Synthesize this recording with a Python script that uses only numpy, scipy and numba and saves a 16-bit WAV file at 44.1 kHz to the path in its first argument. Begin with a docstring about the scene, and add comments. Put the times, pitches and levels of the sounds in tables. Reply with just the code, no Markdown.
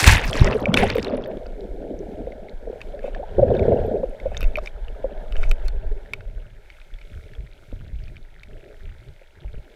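"""Camera plunging into the sea

A small camera in a plastic housing plunges and is carried along under the surface. Slams, slosh, bubbles
and glugs are swelling, decaying tones; spray, wash and sea are coloured noise with fine tones; ticks and
swishes ring the shell with noise bursts; pops are short high tones; a faint reef crackles in the sea's hiss."""
import sys
import numpy as np
from scipy import signal
from scipy.fft import rfft, irfft, next_fast_len
from scipy.io import wavfile
from scipy.ndimage import uniform_filter1d
from numba import njit

SR = 44100
rng = np.random.default_rng(int(sys.argv[2]) if len(sys.argv) > 2 else 0)


def pcm_store(signal):
    """Save signal as 16-bit PCM."""
    levels = np.round(np.clip(np.atleast_2d(signal), -1, 1) * 32767)
    wavfile.write(sys.argv[1], SR, levels.astype(np.int16).T)


def invert_db(level):
    """Linear amplitude ratio for a level in decibels (20 dB per decade), elementwise."""
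    return 10 ** (np.asarray(level, dtype=float) / 20)


N = 429975
TIME = np.arange(N) / SR

# air escaping from the housing: time_s, gurgle_db, typical_pitch_hz
ESCAPING_AIR = [(0.0, -29.5, 460), (0.199, -33, 588), (0.42, -23, 492), (0.659, -24, 449.4),
                (0.8, -19.5, 463.6), (1.25, -29, 447), (1.52, -38.5, 492), (1.651, -33.5, 363.2),
                (2.2, -29, 445.6), (2.451, -41.5, 510), (3.248, -38, 557.6), (3.37, -41.5, 484),
                (3.383, -20, 505.4), (3.87, -19, 510.4), (3.92, -26, 465.8), (4.198, -37.5, 530),
                (4.701, -49.5, 562.3), (5.301, -40.5, 558.5), (5.699, -47.5, 463.3), (6.0, -49, 451),
                (6.898, -69.5, 389.5), (7.3, -57.5, 401), (7.6, -60, 344.6), (8.44, -68, 329.8),
                (8.499, -50.5, 383.2), (8.799, -53.5, 427.3), (8.98, -65, 398.8), (9.75, -55, 392.8)]
# resonances of the air left in the housing: pitch_hz
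POCKET_PITCH_HZ = (405, 620)
# their share of the gurgle: early_gain, late_gain
POCKET_GAIN = (.25, 1.1)
# steady drift of the camera through the water: time_s, slosh_db
DRIFT_LEVEL = [(0.0, -40), (0.2, -33), (1.25, -41.5), (1.35, -34), (3.3, -34), (4.2, -30), (5.9, -32),
               (6.1, -43), (9.75, -48.5)]
# surges as the camera is swung: middle_s, length_s, slosh_db, buffet_share_db
SWING_SURGES = [(0.095, 0.14, -15.5, 3), (0.263, 0.053, -16.5, -5), (0.434, 0.11, -19, 2.5),
                (0.773, 0.32, -30, -1.5), (3.414, 0.053, -27, 9), (3.55, 0.34, -39.5, 17.5),
                (3.868, 0.16, -27, -26), (4.274, 0.074, -39, 6), (4.412, 0.18, -19.5, -19),
                (4.586, 0.12, -24.5, -21), (4.824, 0.11, -23, -38), (5.042, 0.09, -24, -26),
                (5.425, 0.26, -17.5, -23.5), (5.71, 0.13, -18.5, -26), (5.868, 0.19, -19, -23.5),
                (6.312, 0.5, -39.5, -4.5), (6.937, 0.053, -31.5, -12.5), (7.196, 0.22, -34.5, -6.5),
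                (7.388, 0.21, -43.5, -1.5), (7.805, 0.33, -35, -5), (8.007, 0.47, -34, -9),
                (8.538, 0.21, -40.5, -6), (8.908, 0.31, -37.5, -8.5), (9.095, 0.09, -51.5, 9.5),
                (9.454, 0.14, -33, -9.5), (9.569, 0.088, -26.5, -12.5)]
# sheets of spray hitting the shell: peak_s, level_db, fade_db_per_s, treble_share_db
SPRAY_SHEETS = [(0.0, -22.5, 57.5, 1.5), (0.073, -14, 150.5, 0), (0.115, -27.5, 124, -6),
                (0.151, -32, 319, -2), (0.238, -27.5, 198.5, -16), (0.28, -32.5, 253, 3.5),
                (0.346, -28, 49.5, -6.5), (0.45, -33, 72, -18.5), (0.74, -34.5, 300, -11),
                (0.774, -24.5, 66, -10.5), (0.985, -36, 198.5, -5), (1.04, -54, 58, -25)]
# spectrum of the spray body: freq_hz, density_db_per_hz
SPRAY_SPECTRUM = [(530, -14.5), (900, -0.5), (1240, -12.5), (1730, 0.5), (2680, -3.5), (3110, -8),
                  (3670, -11), (4060, -26), (5000, -24.5), (6500, -42.5), (11000, -120)]
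# spectrum of spray, crack and swish treble: freq_hz, density_db_per_hz
TREBLE_SPECTRUM = [(2350, -27.5), (4000, -1.5), (7140, -7.5), (13100, -18), (15200, -20.5), (16000, -37.5)]
# spectrum of the sea's hiss: freq_hz, density_db_per_hz
SEA_SPECTRUM = [(88, -44.5), (150, 1.5), (275, -34.5), (578, 4), (702, -8.5), (1140, -23), (1360, -5),
                (1900, -14.5), (2180, -1.5), (2700, -17), (3550, -11.5), (4580, -17.5), (13200, -27),
                (14800, -29), (16000, -41)]
# ticks on the shell: start_s, level_db, pitch_hz, crack_share_db
SHELL_TICKS = [(0.042, -7, 2260, -7.5), (0.075, 6, 2710, -11), (0.244, -17, 1769, -33),
               (0.33, -15, 3300, -23.5), (0.474, -11, 1960, -42), (0.529, -17.5, 2660, -38),
               (0.656, -8, 2370, -79), (0.741, -4.5, 3386, -16), (0.7726, -5, 2530, -17.5),
               (0.833, -21, 2500, -13), (0.901, -13.5, 2490, -21.5), (0.9533, -25, 2480, -21),
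               (0.967, -27.5, 2520, -14.5), (1.027, -24.5, 2600, -23), (1.046, -22.5, 4180, -15.5),
               (1.081, -30.5, 3620, -23.5), (1.2382, -29.5, 3360, -34.5), (1.2589, -31.5, 1753, -27),
               (1.46, -34.5, 1470, -42), (2.321, -31.5, 2123, -50), (2.485, -33.5, 2150, -47),
               (2.806, -34.5, 1820, -37), (2.815, -26.5, 2580, -21), (2.992, -32.5, 1700, -48),
               (3.1475, -24, 1756, -40), (3.55, -29, 1580, -32), (3.568, -31, 3700, -46),
               (3.5939, -24, 2270, -32.5), (3.629, -29, 2210, -47), (4.2, -29, 2140, -34),
               (4.346, -27.5, 1790, -35), (4.3686, -19.5, 3700, -22), (4.407, -27.5, 1290, -13),
               (4.416, -25, 2550, -22.5), (4.4288, -21, 2580, -25.5), (4.441, -26, 2650, -24),
               (4.556, -10.5, 2450, -69), (4.5703, -24.5, 2300, -27.5), (4.5845, -17.5, 1210, -45),
               (4.659, -28.5, 2210, -33), (4.673, -18, 2400, -44), (4.8822, -33.5, 2890, -41),
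               (5.323, -30.5, 2990, -16.5), (5.356, -29, 1670, -39), (5.366, -29.5, 2950, -20),
               (5.4313, -21.5, 1410, -37), (5.437, -19, 2280, -49), (5.513, -18, 2480, -13),
               (5.682, -25.5, 4350, -10), (6.059, -36.5, 1800, -47), (6.1347, -19.5, 2330, -11),
               (6.207, -34, 1485, -37.5), (6.701, -29.5, 2276, -37), (6.8154, -37, 2530, -30),
               (6.9387, -38.5, 3410, -22), (6.9865, -37.5, 2150, -30), (7.014, -32, 2310, -40),
               (7.2375, -37.5, 2300, -40), (7.3347, -37, 1754, -30), (7.3508, -38.5, 3360, -32),
               (8.08, -36, 2514, -36.5), (8.1664, -33.5, 2400, -35), (8.4334, -34, 2300, -14.5)]
# modes of the plastic shell: pitch_hz, relative_level_db, ring_s (to -60 dB)
SHELL_MODES = [(1500, -6, .012), (2300, -2, .014), (2600, 0, .014), (3000, -6, .014), (3600, -5, .014),
               (4300, -10, .008), (5400, -12, .006)]
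# slams of water on the port: start_s, level_db, pitch_hz, cycles (half the fall to -60 dB)
WATER_SLAMS = [(0.073, 6.5, 84, 1.3), (0.076, -19, 83, 2.0), (0.412, 6.5, 76, 0.7), (3.375, -8, 33, 0.85),
               (4.438, -5, 19.2, 1.6), (5.376, -3.5, 13.6, 0.93), (5.455, -8, 21.4, 4.3),
               (6.258, -19, 31, 2.1), (6.354, -20.5, 34.4, 2.8), (7.38, -22.5, 49, 5),
               (7.725, -21, 30, 1.1), (7.929, -19.5, 53, 5.4), (9.446, -20.5, 46, 4.15),
               (6.924, -40, 140, .6), (7.116, -31.5, 120, 0.69), (8.19, -38, 150, 0.54),
               (8.483, -33.5, 134, .6), (8.89, -40, 140, 0.67), (9.577, -32, 130, 0.65)]
# droplets and tiny bubbles popping on the shell: start_s, level_db, pitch_hz
SHELL_POPS = [(0.186, -30, 4600), (0.255, -32, 14500), (0.2784, -23, 5200), (0.3547, -29, 7400),
              (0.3652, -21, 4500), (0.3736, -24, 5500), (0.3811, -32, 5500), (0.396, -17, 3820),
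              (0.4061, -29, 5500), (0.4168, -19, 5500), (0.445, -17.5, 5260), (0.4864, -39, 5500),
              (0.5443, -41, 4800), (0.568, -45, 9250), (0.606, -40, 11600), (0.7476, -37, 6200),
              (0.7878, -24, 10100), (0.8042, -30, 10500), (0.8266, -31, 5200), (0.8408, -26.5, 10200),
              (0.8765, -32, 6240), (0.9017, -16.5, 4230), (0.9369, -41, 4750), (0.9533, -32, 14500),
              (0.984, -36, 12600), (1.0288, -22.5, 4900), (1.1484, -37, 4300), (1.1703, -39, 9800),
              (1.2467, -40, 4430), (1.2741, -43, 14600), (1.372, -37.5, 3410), (1.466, -36.5, 4700),
              (1.6076, -38, 3980), (1.9907, -42.5, 5900), (2.4953, -37.5, 3900), (3.8659, -46, 13000),
              (4.0962, -49.5, 9200), (4.3756, -26, 6300), (4.408, -34, 11500), (4.43, -32.5, 12100),
              (4.5701, -40, 12000), (4.6607, -32, 5100), (5.3796, -44, 7200), (5.494, -32.5, 6100),
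              (5.5135, -36.5, 13450), (5.681, -46, 12870), (8.0388, -41.5, 4570)]
# large bubbles: time_s, level_db, pitch_hz, ring_ms (to -60 dB, before clipping to 8..100)
LARGE_BUBBLES = [(0.551, -13, 447, 60), (0.671, -15.5, 611.7, 48.5), (0.688, -11.5, 218.5, 88.5),
                 (0.745, -11, 217, 45), (0.831, -10, 735, 36), (0.958, -11, 498.7, 48.5),
                 (0.982, -14.5, 491, 38.5), (1.128, -19.5, 240, 46), (1.137, -16.5, 599, 50.5),
                 (1.37, -22.5, 412.7, 18.5), (1.911, -22, 337, 42), (2.005, -24, 422, 35.5),
                 (2.272, -22.5, 543, 27), (2.675, -22, 505, 26), (2.7, -21.5, 501, 27.5),
                 (2.73, -26, 518, 29), (2.94, -28, 597, 49.5), (3.043, -17, 579, 31), (3.08, -19, 613, 19),
                 (3.163, -27, 703, 24), (3.197, -22, 545, 50.5), (3.23, -25.5, 753, 37),
                 (3.384, -8, 404, 23.5), (3.394, -6.5, 537, 22.5), (3.504, -13, 571, 34.5),
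                 (3.514, -8, 544, 34.5), (3.543, -9.5, 492, 31), (3.654, -8, 479, 21),
                 (3.682, -8, 493, 31.5), (3.722, -9.5, 552, 29), (3.785, -15.5, 590, 33.5),
                 (3.88, -16.5, 396, 20), (3.939, -14, 440, 27.5), (4.034, -12, 566, 34.5),
                 (4.259, -15.5, 548, 44), (4.318, -27.5, 664, 20), (4.428, -23.5, 298, 11),
                 (4.577, -20, 628, 46.5), (5.044, -14.5, 564, 39), (5.916, -32, 429, 51.5),
                 (7.727, -24.5, 194, 10), (8.64, -53, 390, 89.5), (9.216, -42, 574, 25.5),
                 (9.446, -37, 603, 6.5), (9.541, -36, 472, 20)]
# water washing over the sunk shell: time_s, level_db
WASH_LEVEL = [(1.0, -48), (1.4, -56), (1.75, -59.5), (3.07, -57.5), (3.41, -50.5), (3.559, -42), (3.8, -45),
              (4.089, -55.5), (4.5, -54), (5.6, -52), (6.36, -64), (7.04, -70), (9.75, -65.5)]
# spectrum of the wash: freq_hz, density_db_per_hz
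WASH_SPECTRUM = [(470, -13), (800, 3), (940, 0), (1200, -19), (1380, -6), (1640, -2.5), (2350, -25.5),
                 (2760, -25.5), (3250, -16.5), (6430, -40), (12000, -42.5), (15500, -48.5)]
# swishes of fine bubbles as the shell turns: middle_s, length_s, level_db, treble_share_db
BUBBLE_SWISHES = [(3.06, 0.12, -49.5, -17), (4.389, 0.37, -53, -14), (4.657, 0.1, -59, 0),
                  (5.429, 0.19, -49, -10.5), (5.657, 0.035, -51.5, -7)]
# air pockets changing size as they slip out: start_s, level_db, start_pitch_hz, time_scale_s, rise_share
AIR_GLUGS = [(3.417, -3, 610, 0.03, -.25), (8.7, -43, 52, 0.307, 0.89), (8.97, -44.5, 75, 0.207, 1.67),
             (8.3, -56, 120, 0.138, 0.87)]


def unit(x):
    """Scale to rms 1."""
    return x / np.sqrt(np.mean(x ** 2))


def coloured(x, points):
    """Filter x by (freq_hz, level_db) points, joined on a log frequency axis; rms 1."""
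    hz, db = np.transpose(points)
    size = next_fast_len(N)
    log_hz = np.log(np.arange(size // 2 + 1) * SR / size + 1)
    gain = invert_db(np.interp(log_hz, np.log(hz), db))
    return unit(irfft(rfft(x, size) * gain, size)[:N])


def band(x, lo_hz, hi_hz, order=2):
    """Butterworth band-pass."""
    return signal.sosfilt(signal.butter(order, [lo_hz, hi_hz], "bandpass", fs=SR, output="sos"), x)


def walk(rate_hz):
    """Random levels held 1 / rate_hz and smoothed twice; spread near 1."""
    k = int(SR / rate_hz)
    held = np.repeat(rng.standard_normal(N // k + 1), k)
    return 1.3 * uniform_filter1d(uniform_filter1d(held, k), k)[:N]


def together(*gains):
    """Gain of unrelated sounds heard at once: powers add."""
    return np.sqrt(sum(g ** 2 for g in gains))


def swell(middle_s, length_s, db):
    """Bell-shaped rise and fall."""
    return invert_db(db) * np.exp(-(2 * (TIME - middle_s) / length_s) ** 2)


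@njit
def rings(start_s, hz, gain, swell_s, t60_s, glide, n):
    """Tones that swell, then decay, drifting in pitch by the share glide over their length."""
    y = np.zeros(n)
    for e in range(len(hz)):
        i0 = int(start_s[e] * SR)
        length = int((t60_s[e] + swell_s[e]) * SR) + 1
        fade = np.exp(-np.log(1000) / (t60_s[e] * SR))
        rise = int(swell_s[e] * SR) + 1
        phase, tail = 0., 1.
        for i in range(min(length, n - i0)):
            phase += 2 * np.pi * hz[e] * (1 + glide[e] * i / length) / SR
            if i > rise:
                tail *= fade
            y[i0 + i] += gain[e] * tail * np.sin(np.pi / 2 * min(i / rise, 1.)) ** 2 * np.sin(phase)
    return y


def swarm(count, lo_hz, hi_hz, cycles, swell, spread_db, glide, tune=lambda s: 1):
    """Tones at chance moments, of scattered pitch, level and glide; swell in cycles, tune scales pitch."""
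    when, pitch, size, bend = rng.random((count, 4)).T
    s = when * N / SR
    hz = tune(s) * lo_hz * (hi_hz / lo_hz) ** pitch
    gain = invert_db(spread_db * size ** 2)
    return unit(rings(s, hz, gain, swell / hz, cycles / hz, glide * (2 * bend - 1), N))


def clicks(count, spread_db):
    """Impulses at chance moments with either sign, most of them small."""
    when, size, sign = rng.random((count, 3)).T
    return np.bincount((when * N).astype(int), invert_db(spread_db * size ** 2) * np.sign(sign - .5), N)


def shell(pulses):
    """The plastic housing rings briefly in its modes: decaying sines, convolved."""
    t = TIME[:2048]
    response = np.zeros(len(t))
    for hz, db, t60_s in SHELL_MODES:
        response += invert_db(db) * np.exp(-np.log(1000) * t / t60_s) * np.sin(2 * np.pi * hz * t)
    return signal.fftconvolve(pulses, response / np.abs(response).max())[:N]


def gurgle():
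    """Escaping air as bubble tones: common, odd and big ones, pocket resonances and early froth."""
    s, _, pitch_hz = np.transpose(ESCAPING_AIR)
    # common bubbles: lo_hz and hi_hz are shares of the typical pitch
    common = swarm(count=2200, lo_hz=0.743, hi_hz=1.413, cycles=32.0, swell=3.22, spread_db=12.5,
                   glide=1.0, tune=lambda t: np.interp(t, s, pitch_hz))
    odd = swarm(count=3000, lo_hz=418.0, hi_hz=763, cycles=6.4, swell=2.3, spread_db=7.5, glide=0.033)
    big = swarm(count=900, lo_hz=182.0, hi_hz=304.0, cycles=5.4, swell=2.8, spread_db=13.0, glide=0.32)
    big_share = np.interp(TIME, [1, 2.7], [0.93, 0.57])  # the largest pockets thin out
    pocket = sum(unit(band(common + odd, .94 * hz, 1.06 * hz, order=1)) for hz in POCKET_PITCH_HZ)
    pocket_share = np.interp(TIME, [4, 6], POCKET_GAIN)
    # small bubbles of the plunge
    froth = swarm(count=2500, lo_hz=683, hi_hz=1380, cycles=7.9, swell=2.5, spread_db=11.5, glide=0.22)
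    froth_share = np.interp(TIME, [.5, 1.51], [0.3, 0])
    mix = common + .8 * odd + big_share * big + pocket_share * pocket
    return unit(band(mix, 150, 750, order=4)) + froth_share * froth


def moving_water():
    """Eddies push the port slowly, buffet it faster, and shake gurgling air from the housing."""
    drift_buffet_db, shaken_air_db = -20.5, -18.5
    air_buffet_slope = 1.504  # buffeting by escaping air grows faster than its gurgle
    s, air_db, _ = np.transpose(ESCAPING_AIR)
    air_db = np.interp(TIME, s, air_db)
    drift = invert_db(np.interp(TIME, *np.transpose(DRIFT_LEVEL)))
    push = together(drift, *(swell(t, length, db) for t, length, db, _ in SWING_SURGES))
    jolts = together(*(swell(t, length, db + share_db) for t, length, db, share_db in SWING_SURGES))
    shake = together(jolts, invert_db(drift_buffet_db) * drift, invert_db(air_buffet_slope * air_db))
    air = together(invert_db(air_db), invert_db(shaken_air_db) * jolts)
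    eddies = swarm(count=600, lo_hz=16.1, hi_hz=49.7, cycles=2.4, swell=0.59, spread_db=10.0, glide=0.092)
    slosh = unit(band(eddies, 11.7, 54))
    buffet = swarm(count=1200, lo_hz=63.9, hi_hz=142.0, cycles=10.4, swell=0.37, spread_db=9.0, glide=0.2)
    gulps = invert_db(3.0 * walk(28))  # the air comes out in uneven gulps
    return slosh * push + buffet * shake + gurgle() * air * gulps


def spray():
    """Drops slap and plink in gusts, fine ones tick in the treble; heavy spray merges into a roar."""
    rise_s, treble_fades_faster = 0.019, 1.61

    def sheet(s, db, fade_db_per_s):
        """Level of one sheet, growing to its peak at s and fading after it."""
        return np.clip((TIME - s) / rise_s + 1, 0, 1) * invert_db(db - fade_db_per_s * np.abs(TIME - s))

    near = together(*(sheet(s, db, fade) for s, db, fade, _ in SPRAY_SHEETS))
    bright = together(*(sheet(s, db + share_db, treble_fades_faster * fade)
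                        for s, db, fade, share_db in SPRAY_SHEETS))
    roar = np.clip((20 * np.log10(near + 1e-9) + 38) / 14, 0, 1)
    calm = 1 - .65 * roar  # a roar is less gusty
    hiss = .2 + 1.5 * roar
    # each drop spreads over a few ms
    splats = unit(uniform_filter1d(np.abs(clicks(count=1500, spread_db=22.0)), size=160))
    drops = (splats + hiss) * rng.standard_normal(N) * invert_db(3.17 * calm * walk(35))
    plinks = swarm(count=3000, lo_hz=1230, hi_hz=5700, cycles=24.0, swell=2.0, spread_db=15.0, glide=0.28)
    fine = unit(clicks(count=2500, spread_db=18.0)) + hiss * rng.standard_normal(N)
    fine = fine * invert_db(4.5 * calm * walk(60))
    mist = swarm(count=2000, lo_hz=4260, hi_hz=10800, cycles=18.0, swell=0.87, spread_db=21.5, glide=.1)
    body = coloured(drops, SPRAY_SPECTRUM) + 0.55 * plinks
    treble = coloured(fine, TREBLE_SPECTRUM) + 0.89 * mist
    return invert_db(-2.5) * near * body + invert_db(-9) * bright * treble


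def sea():
    """Smooth hiss of the water, with the soft, clustered crackle of the reef as short tones."""
    duck_db = -13 * (TIME <= 1.3)  # the hiss is held down until after the loud plunge
    hiss = coloured(rng.standard_normal(N), SEA_SPECTRUM) * invert_db(-61.5 + duck_db + 1.2 * walk(7.9))
    clusters = invert_db(2.2 * walk(9) - 4 * (TIME < 5.95))  # reef fainter at first
    grains = swarm(count=3000, lo_hz=1400, hi_hz=3870, cycles=12.0, swell=2.0, spread_db=19.0, glide=.1)
    return hiss + clusters * invert_db(-61.5) * grains


def ticks():
    """A ragged snap knocks the shell, rings at its own pitch and leaves a short crack and a scratchy tail."""
    s, db, hz, crack_db = np.transpose(SHELL_TICKS)
    at = (s * SR).astype(int)

    def burst(gain, tau_s):
        """Exponentially decaying envelope from every tick."""
        return signal.lfilter([1], [1, -np.exp(-1 / (tau_s * SR))], np.bincount(at, gain, N))

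    own = rings(s, hz, invert_db(db - 3.5), 0 * s + .0012, 0 * s + .015, 0 * s - .06, N)
    hard_db = db + .3 * crack_db  # a tick that cracks also knocks the shell harder
    snap = burst(invert_db(hard_db - 9), 0.0022) + burst(invert_db(hard_db - 28), 0.0056)
    knock = shell(snap * rng.standard_normal(N))
    crack_level = uniform_filter1d(burst(invert_db(db + crack_db + 4.5), 0.0009), size=50, origin=10)
    crack = crack_level * coloured(rng.standard_normal(N), TREBLE_SPECTRUM)
    return own + band(knock, 980, 5700, order=4) + crack


def slams():
    """Each slam is a short decaying swing of pressure that sags in pitch."""
    s, db, hz, cycles = np.transpose(WATER_SLAMS)
    return rings(s, hz, invert_db(db), 0.51 / hz, cycles * 2 / hz, 0 * s - .2, N)


def pops():
    """Each pop is a brief high ring with a broad snap of two scattered tones around it."""
    s, db, hz = np.transpose(SHELL_POPS)
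    pop = rings(s, hz, invert_db(db), 0 * s + .0005, 0 * s + 0.0041, 0 * s + .05, N)
    for ratio in rng.uniform(.6, 1.5, (len(s), 2)).T:
        snap_hz = np.minimum(hz * ratio, 15000)
        pop += rings(s, snap_hz, invert_db(db - 10.5), 0 * s + .0003, 0 * s + .003, 0 * s, N)
    return pop


def bubbles():
    """Large bubbles plop and knock as they pinch off, sag, and beat with a weaker neighbour of nearby pitch."""
    s, db, hz, ring_ms = np.transpose(LARGE_BUBBLES)
    ring_s = np.clip(ring_ms, 8, 100) / 1000
    swell_s = 0.1894 * ring_s
    main = rings(s - 0.6516 * swell_s, hz, invert_db(db), swell_s, ring_s, 0 * s - .15, N)
    neighbour_hz = hz * rng.uniform(0.76, 1.131, len(s))
    neighbour = rings(s + 0.002754, neighbour_hz, invert_db(db - 3.5), swell_s, 0.68 * ring_s, 0 * s + 0.038, N)
    plop = rings(s, 0.66 * hz, invert_db(db - 4.5), 0.8 / hz, 3.5 / hz, 0 * s, N)
    knock = rings(s, 0 * s + 560, invert_db(db - 9.5), 0 * s + 0.0018, 0 * s + 0.015, 0 * s, N)
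    return main + neighbour + plop + knock


def wash():
    """Smooth flow noise heard through the resonant shell, with a little fizz of short tones."""
    s, db = np.transpose(WASH_LEVEL)
    fizz = swarm(count=1500, lo_hz=1220, hi_hz=3760, cycles=40.0, swell=3.0, spread_db=16.0, glide=.1)
    flow = coloured(rng.standard_normal(N), WASH_SPECTRUM) * invert_db(1.8 * walk(30))
    return invert_db(np.interp(TIME, s, db, left=-120)) * (flow + .3 * fizz)


def swishes():
    """Scratchy bursts of tiny bubbles that excite the shell and hiss above it."""
    grit = unit(clicks(count=12000, spread_db=21.0)) + 1.1 * rng.standard_normal(N)
    body = unit(band(shell(grit), 1000, 2500, order=1))
    treble = coloured(grit, TREBLE_SPECTRUM)
    y = np.zeros(N)
    for s, length_s, db, treble_db in BUBBLE_SWISHES:
        level = invert_db(db) * np.exp(-(2.95 * (TIME - s) / length_s) ** 2)
        y += level * (body + invert_db(treble_db) * treble)
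    return y


def glugs():
    """Each glug swells slowly and dies fast while its pitch glides with the size of the air pocket."""
    s, db, hz, scale_s, rise = np.transpose(AIR_GLUGS)
    return rings(s, hz, invert_db(db), 0.663 * scale_s, .6 * scale_s, rise, N)


def scene():
    """All sources at the single microphone."""
    first = moving_water() + spray() + sea() + ticks() + slams()
    later = pops() + bubbles() + wash() + swishes() + glugs()
    return (first + later)[None]


def top_cut(x):
    """Nothing passes above the cut-off."""
    return signal.sosfilt(signal.butter(12, 16500, fs=SR, output="sos"), x)


def record(dry):
    """The input stays clean until the hardest slams overload it: smooth limiting toward +-1."""
    limited = dry / (1 + dry ** 6) ** (1 / 6)
    return top_cut(limited)


dry = scene()
out = record(dry)
pcm_store(out)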